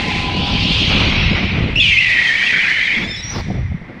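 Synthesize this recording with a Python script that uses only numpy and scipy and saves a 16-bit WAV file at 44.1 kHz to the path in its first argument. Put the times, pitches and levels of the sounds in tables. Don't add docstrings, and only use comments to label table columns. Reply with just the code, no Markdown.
import sys
import numpy as np
from scipy import signal
from scipy.fft import rfft, irfft
from scipy.io import wavfile
from scipy.ndimage import uniform_filter1d, minimum_filter1d

SR = 44100
rng = np.random.default_rng(int(sys.argv[2]) if len(sys.argv) > 2 else 0)


def dump(signal):
    limited = np.clip(np.atleast_2d(signal).T, -1, 1)
    pcm = np.round(limited * 32767).astype(np.int16)
    wavfile.write(sys.argv[1], SR, pcm)


N = 176400
T = np.arange(N) / SR

# time in seconds, pitch in Hz, level in dB.
FAR_SQUEAL = [(0, 2351, -22.5), (.15, 2483, -22), (.3, 2703, -25.5), (.45, 3010, -23), (.62, 3048, -19),
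              (.82, 2944, -16.5), (1.05, 2686, -18), (1.25, 2520, -18.5), (1.45, 2468, -22.5),
              (1.74, 2350, -29.5), (2.4, 2358, -40)]
# time in seconds, level in dB against the squeal.
FAR_OCTAVE = [(0, -32), (.45, -22), (.8, -19), (1.3, -13.5), (1.8, -23.5)]
# time in seconds, level in dB.
MOTOR_LEVEL = [(0, -28), (.6, -22), (.95, -21), (1.2, -27.5), (1.45, -22.5), (1.64, -21.5), (1.8, -30),
               (2.05, -45), (2.45, -41.5), (2.56, -28), (2.7, -43), (2.92, -40), (3.0, -24), (3.18, -37.5),
               (3.3, -46), (3.37, -20), (3.44, -38.5), (3.52, -25.5), (3.66, -43), (4, -37.5)]
RUMBLE_LEVEL = [(0, -28), (.5, -20.5), (.9, -20.5), (1.25, -15.5), (1.38, -21), (1.65, -19), (1.9, -22.5),
                (2.1, -33.5), (2.4, -46.5), (2.55, -51.5), (2.9, -43), (3.05, -28), (3.17, -39), (3.3, -31),
                (3.45, -24), (3.62, -21), (3.78, -29.5), (3.9, -46), (4, -40)]
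ROAR_LEVEL = [(0, -32), (.87, -30), (.93, -19), (1.05, -23.5), (1.3, -24.5), (1.5, -29), (1.74, -31.5),
              (1.82, -46), (2.0, -52), (2.15, -34.5), (2.55, -36.5), (2.85, -37), (3.2, -41), (3.5, -39.5),
              (3.7, -43), (3.9, -41.5), (4, -40.5)]
HISS_LEVEL = [(0, -30.5), (.15, -29), (.33, -36.5), (.55, -35.5), (.75, -29), (1.0, -33), (1.3, -45.5),
              (1.76, -48), (1.83, -29.5), (2.3, -28), (2.95, -33.5), (3.1, -39.5), (3.4, -40.5), (3.6, -53),
              (4, -87)]
# frequency in Hz, relative level in dB.
MOTOR_SPECTRUM = [(50, -35), (110, -11), (190, 1), (280, -5.5), (420, -11), (700, -19), (1500, -57.5),
                  (9000, -88.5)]
RUMBLE_SPECTRUM = [(15, -22), (30, -1), (55, 1.5), (95, 2), (140, -1), (220, -11), (500, -62.5),
                   (4000, -100)]
ROAR_SPECTRUM = [(200, 7), (450, -3), (900, 0), (1400, -1), (2200, -3.5), (4500, -19.5), (7000, -38.5),
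                 (13000, -65)]
HISS_SPECTRUM = [(2000, -7.5), (4000, 2.5), (6000, -10), (7500, -19), (9500, -25), (11000, -42),
                 (15000, -51)]
HALL_SPECTRUM = [(100, -0.5), (500, -11.5), (1400, -9.5), (2050, 13), (3000, -23), (5600, -24.5),
                 (7000, -34), (10000, -36.5), (15000, -48)]
SCRAPE_SPECTRUM = [(150, 1), (350, -1), (900, 9.5), (1600, 4.5), (3000, -2), (5500, 0), (7000, -27),
                   (11000, -34), (15000, -27.5)]
# frequency in Hz, level in dB before the swell.
WHINE_PARTIALS = [(732, -37.5), (812, -33), (1007, -31)]
# time in seconds, gain in dB.
WHINE_SWELL = [(0, -3), (.25, 0.5), (.5, -1), (.75, -6.5), (1.1, -23), (1.8, -41)]
# start in seconds, level in dB, ring frequency in Hz,
# decay time in seconds, knock in dB against the ring.
BUMPS = [(1.186, -11.5, 88.85, .025, -20), (1.313, -3.5, 185, 0.0095, -8), (1.585, -12, 109.5, 0.031, -7),
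         (1.729, -11.5, 88, 0.027, -9), (2.556, -23.5, 170, .03, -14), (2.97, -17.5, 221, .03, -13),
         (3.247, -18.5, 110, .018, -14), (3.398, -15, 130, .008, -6), (3.48, -13.5, 172, 0.011, -6.5),
         (3.501, -7.5, 188.5, .01, -7), (3.553, -16.5, 201.7, 0.0075, -6), (3.583, -8, 121.7, 0.019, -14),
         (3.633, -11.5, 89.3, 0.033, -40), (3.716, -8, 127, 0.011, -14), (3.743, -8.5, 164.4, 0.0084, -37),
         (3.814, -22.5, 170, 0.011, -5), (3.905, -27, 260, 0.018, -1.5)]
# time in seconds, pitch in Hz, level in dB.
LOW_TYRE = [(1.757, 2600, -20), (1.762, 2698, -12), (1.785, 2880, -13.5), (1.81, 2625, -6.5),
            (1.86, 2472, -21), (1.93, 2200, -15), (2.03, 2034, -18), (2.15, 1923, -17), (2.32, 1850, -17.5),
            (2.5, 1918, -24.5), (2.6, 2145, -24), (2.73, 2163, -20), (2.8, 2015, -19), (2.86, 2180, -19.5),
            (2.98, 2190, -23), (3.03, 2200, -50)]
HIGH_TYRE = [(1.795, 3570, -34.5), (1.803, 3500, -7), (1.835, 3124, -15.5), (1.87, 2836, -17),
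             (1.902, 2800, -13), (1.951, 2366, -20), (1.99, 2548, -7), (2.02, 2880, -17.5),
             (2.08, 2420, -25), (2.16, 2480, -21), (2.21, 2180, -24.5), (2.429, 2258, -20.5),
             (2.476, 2618, -18.5), (2.54, 2150, -20.5), (2.641, 2450, -19), (2.76, 2185, -39),
             (2.941, 2474, -19), (3.01, 2300, -47)]
TREAD = [(1.79, 3000, -51), (1.82, 2900, -20), (1.93, 2557, -27), (2.15, 2187, -17.5), (2.4, 2091, -20),
         (2.58, 2062, -16.5), (2.67, 1972, -17.5), (2.8, 2105, -18), (2.96, 2192, -19), (3.04, 2183, -27)]
# start and length in seconds, first and last pitch in Hz, level in dB,
# roughness as a share of the pitch.
SQUEAKS = [(1.759, .032, 2620, 2736, -16.5, .06), (1.796, .055, 3440, 3040, -22.5, .07),
           (1.902, .045, 2434, 2040, -16, 0.12), (1.856, 0.13, 3326, 2944, -21, 0.023),
           (2.264, 0.047, 3280, 3035, -23, .015), (2.366, 0.14, 2975, 3426, -25.5, 0.016),
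           (2.021, 0.028, 2895, 2774, -20.5, 0.028), (2.526, 0.042, 1600, 1708, -22.5, 0.084),
           (2.639, 0.073, 1663, 1616, -27, 0.069), (3.034, .035, 3400, 3476, -28.5, 0.0079),
           (3.075, 0.07, 3650, 3560, -29, 0.0037), (3.134, 0.038, 3430, 3440, -27.5, 0.02),
           (3.165, 0.067, 3845, 3930, -34, 0.0032), (3.073, 0.098, 5110, 5425, -33, 0.0088),
           (3.156, 0.056, 5300, 5400, -33, 0.036), (3.221, 0.086, 5620, 5740, -29, 0.0049),
           (3.292, .045, 5840, 5950, -29.5, 0.019), (3.335, 0.0556, 5400, 5010, -37, 0.064)]
# start in seconds, length in seconds, level in dB.
SCRAPES = [(2.42, 0.06, -32.5), (2.63, .06, -36), (2.946, .12, -33), (3.305, 0.11, -28)]

FIRING_HZ, FIRING_DECAY_CYCLES = 37.86, 0.99
HALL_T60_S, TREBLE_T60_S, CROSSOVER_HZ, AIR_HZ = 2.1, 0.97, 3000, 5860
HALL_DB, TYRE_WET_DB, SQUEAK_WET_DB = -43, -12, -8.5
LIMIT_DB, LIMIT_S, TOP_HZ = -2, .004, 15100


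def amp(db):
    return 10 ** (np.asarray(db) / 20)


def unit(x):
    return x / np.sqrt(np.mean(x ** 2) + 1e-20)


def curve(rows, axis=1):
    rows = np.array(rows, float)
    return np.interp(T, rows[:, 0], rows[:, axis])


def walk(rate):
    f = np.arange(N // 2 + 1) * SR / N
    return unit(irfft(rfft(rng.standard_normal(N)) / (1 + (2 * f / rate) ** 4), N))


def colour(x, points):
    hz, db = np.array(points, float).T
    f = np.maximum(np.arange(N // 2 + 1) * SR / N, 1)
    return unit(irfft(rfft(x) * amp(np.interp(np.log(f), np.log(hz), db)), N))


def noise(points):
    return colour(rng.standard_normal(N), points)


def lowpass(x, hz, order=4):
    return signal.sosfilt(signal.butter(order, hz, fs=SR, output="sos"), x)


def stick_slip(hz, wander, wander_rate, rough, flutter_db, overtone_db=-21, harmonics=4):
    pitch = hz * (1 + wander * walk(wander_rate) + rough * walk(699.5))
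    phase = 2 * np.pi * np.cumsum(pitch) / SR
    overtones = sum(amp(overtone_db - 10 * (k - 1.5)) * np.sin(k * phase)
                    for k in range(2, harmonics + 1))
    return unit((np.sin(phase) + overtones) * amp(flutter_db * walk(130)))


def patches(hz, spread, rough, count, harmonics=4):
    offsets = np.linspace(-1, 1, count) * np.sqrt(2)
    return unit(sum(stick_slip(hz * np.exp(spread * k), .045, 22, rough, 2.58, harmonics=harmonics)
                    * amp(-4 * k * k) for k in offsets))


def contact(rows):
    return amp(curve(rows, axis=2)) * (T > rows[0][0]) * (T < rows[-1][0])


def far_squeal():
    hz = curve(FAR_SQUEAL)
    wash = patches(hz, spread=.18, rough=.05, count=16, harmonics=1)
    upper = amp(-8) * patches(hz * 1.42, spread=.14, rough=.05, count=8, harmonics=1)
    octave = amp(curve(FAR_OCTAVE)) * patches(2 * hz, spread=.15, rough=.029, count=6, harmonics=1)
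    return lowpass(wash + upper + octave, AIR_HZ, order=6) * contact(FAR_SQUEAL)


def motor():
    cycle = np.cumsum(FIRING_HZ * (1 + .072 * walk(25))) / SR % 1
    bursts = rng.standard_normal(N) * np.exp(-cycle / FIRING_DECAY_CYCLES) * amp(3 * walk(27))
    return colour(bursts, MOTOR_SPECTRUM) * amp(curve(MOTOR_LEVEL))


def drive_whine():
    speed = 1 + .006 * walk(5)
    whine = sum(amp(db) * stick_slip(hz * speed, .0088, 50, rough=.012, flutter_db=5, harmonics=1)
                for hz, db in WHINE_PARTIALS)
    return whine * amp(curve(WHINE_SWELL))


def rumble():
    return noise(RUMBLE_SPECTRUM) * amp(curve(RUMBLE_LEVEL))


def rolling():
    roar = noise(ROAR_SPECTRUM) * amp(curve(ROAR_LEVEL) + 1.84 * walk(50))
    hiss = noise(HISS_SPECTRUM) * amp(curve(HISS_LEVEL) + .91 * walk(25) + 1.1 * walk(300))
    return roar + hiss


def hall_background():
    return amp(HALL_DB) * noise(HALL_SPECTRUM)


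def bumps():
    out = np.zeros(N)
    thud = noise([(80, 6), (300, -2.5), (750, -4.5), (1300, -39.5), (4000, -48), (12000, -91.5)])
    for start, db, hz, decay, knock_db in BUMPS:
        age = np.maximum(T - start, 0)
        attack = 1 - np.exp(-age / .002)
        ring = np.sin(2 * np.pi * hz * age) * np.exp(-age / decay)
        knock = amp(knock_db) * thud * np.exp(-age / .008)
        out += amp(db) * attack * (ring + knock)
    return out


def slide():
    tyres = sum(stick_slip(curve(rows), wander=.02, wander_rate=70, rough=.025, flutter_db=3.5)
                * contact(rows) for rows in (LOW_TYRE, HIGH_TYRE))
    hz = curve(TREAD)
    tread = patches(hz, spread=.11, rough=.06, count=4)
    tread += amp(-8.5) * patches(hz * 1.45, spread=.11, rough=.03, count=3)
    judder = amp(1.4 * walk(270))
    direct = lowpass(tyres + tread * contact(TREAD), hz=6660, order=3) * judder
    return direct + amp(TYRE_WET_DB) * reverberation(direct)


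def reverberation(x):
    onset = rng.standard_normal(N) * (1 - np.exp(-T / .012))
    tail = lowpass(onset, CROSSOVER_HZ) * amp(-60 * T / HALL_T60_S)
    tail += rng.standard_normal(N) * amp(-60 * T / TREBLE_T60_S)
    response = lowpass(tail / np.sqrt(np.sum(tail ** 2)), AIR_HZ, order=6)
    return signal.fftconvolve(x, response)[:N]


def squeaks():
    direct = np.zeros(N)
    for start, length, first_hz, last_hz, db, rough in SQUEAKS:
        progress = np.clip((T - start) / length, 0, 1)
        hz = first_hz + (last_hz - first_hz) * progress
        tone = stick_slip(hz, .00312, 74.7, rough, flutter_db=2.4, overtone_db=-15.5, harmonics=2)
        direct += amp(db) * np.sqrt(4 * progress * (1 - progress)) * tone
    direct = lowpass(direct, hz=7700)
    return direct + amp(SQUEAK_WET_DB) * reverberation(direct)


def scrapes():
    arches = sum(amp(db) * np.sqrt(1 - np.clip(2 * (T - start) / length - 1, -1, 1) ** 2)
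                 for start, length, db in SCRAPES)
    return arches * noise(SCRAPE_SPECTRUM) * amp(2.7 * walk(100))


def scene():
    squeals = slide() + far_squeal() + squeaks()
    machine = motor() + drive_whine() + rumble()
    return (squeals + machine + rolling() + scrapes() + bumps() + hall_background())[None]


def record(dry):
    size = int(LIMIT_S * SR)
    gain = np.minimum(1, amp(LIMIT_DB) / (np.abs(dry) + 1e-9))
    held = minimum_filter1d(gain, 2 * size)
    smooth = uniform_filter1d(uniform_filter1d(held, size), size)
    return signal.sosfilt(signal.ellip(8, .2, 70, TOP_HZ, fs=SR, output="sos"), dry * smooth)


dry = scene()
out = record(dry)
dump(out)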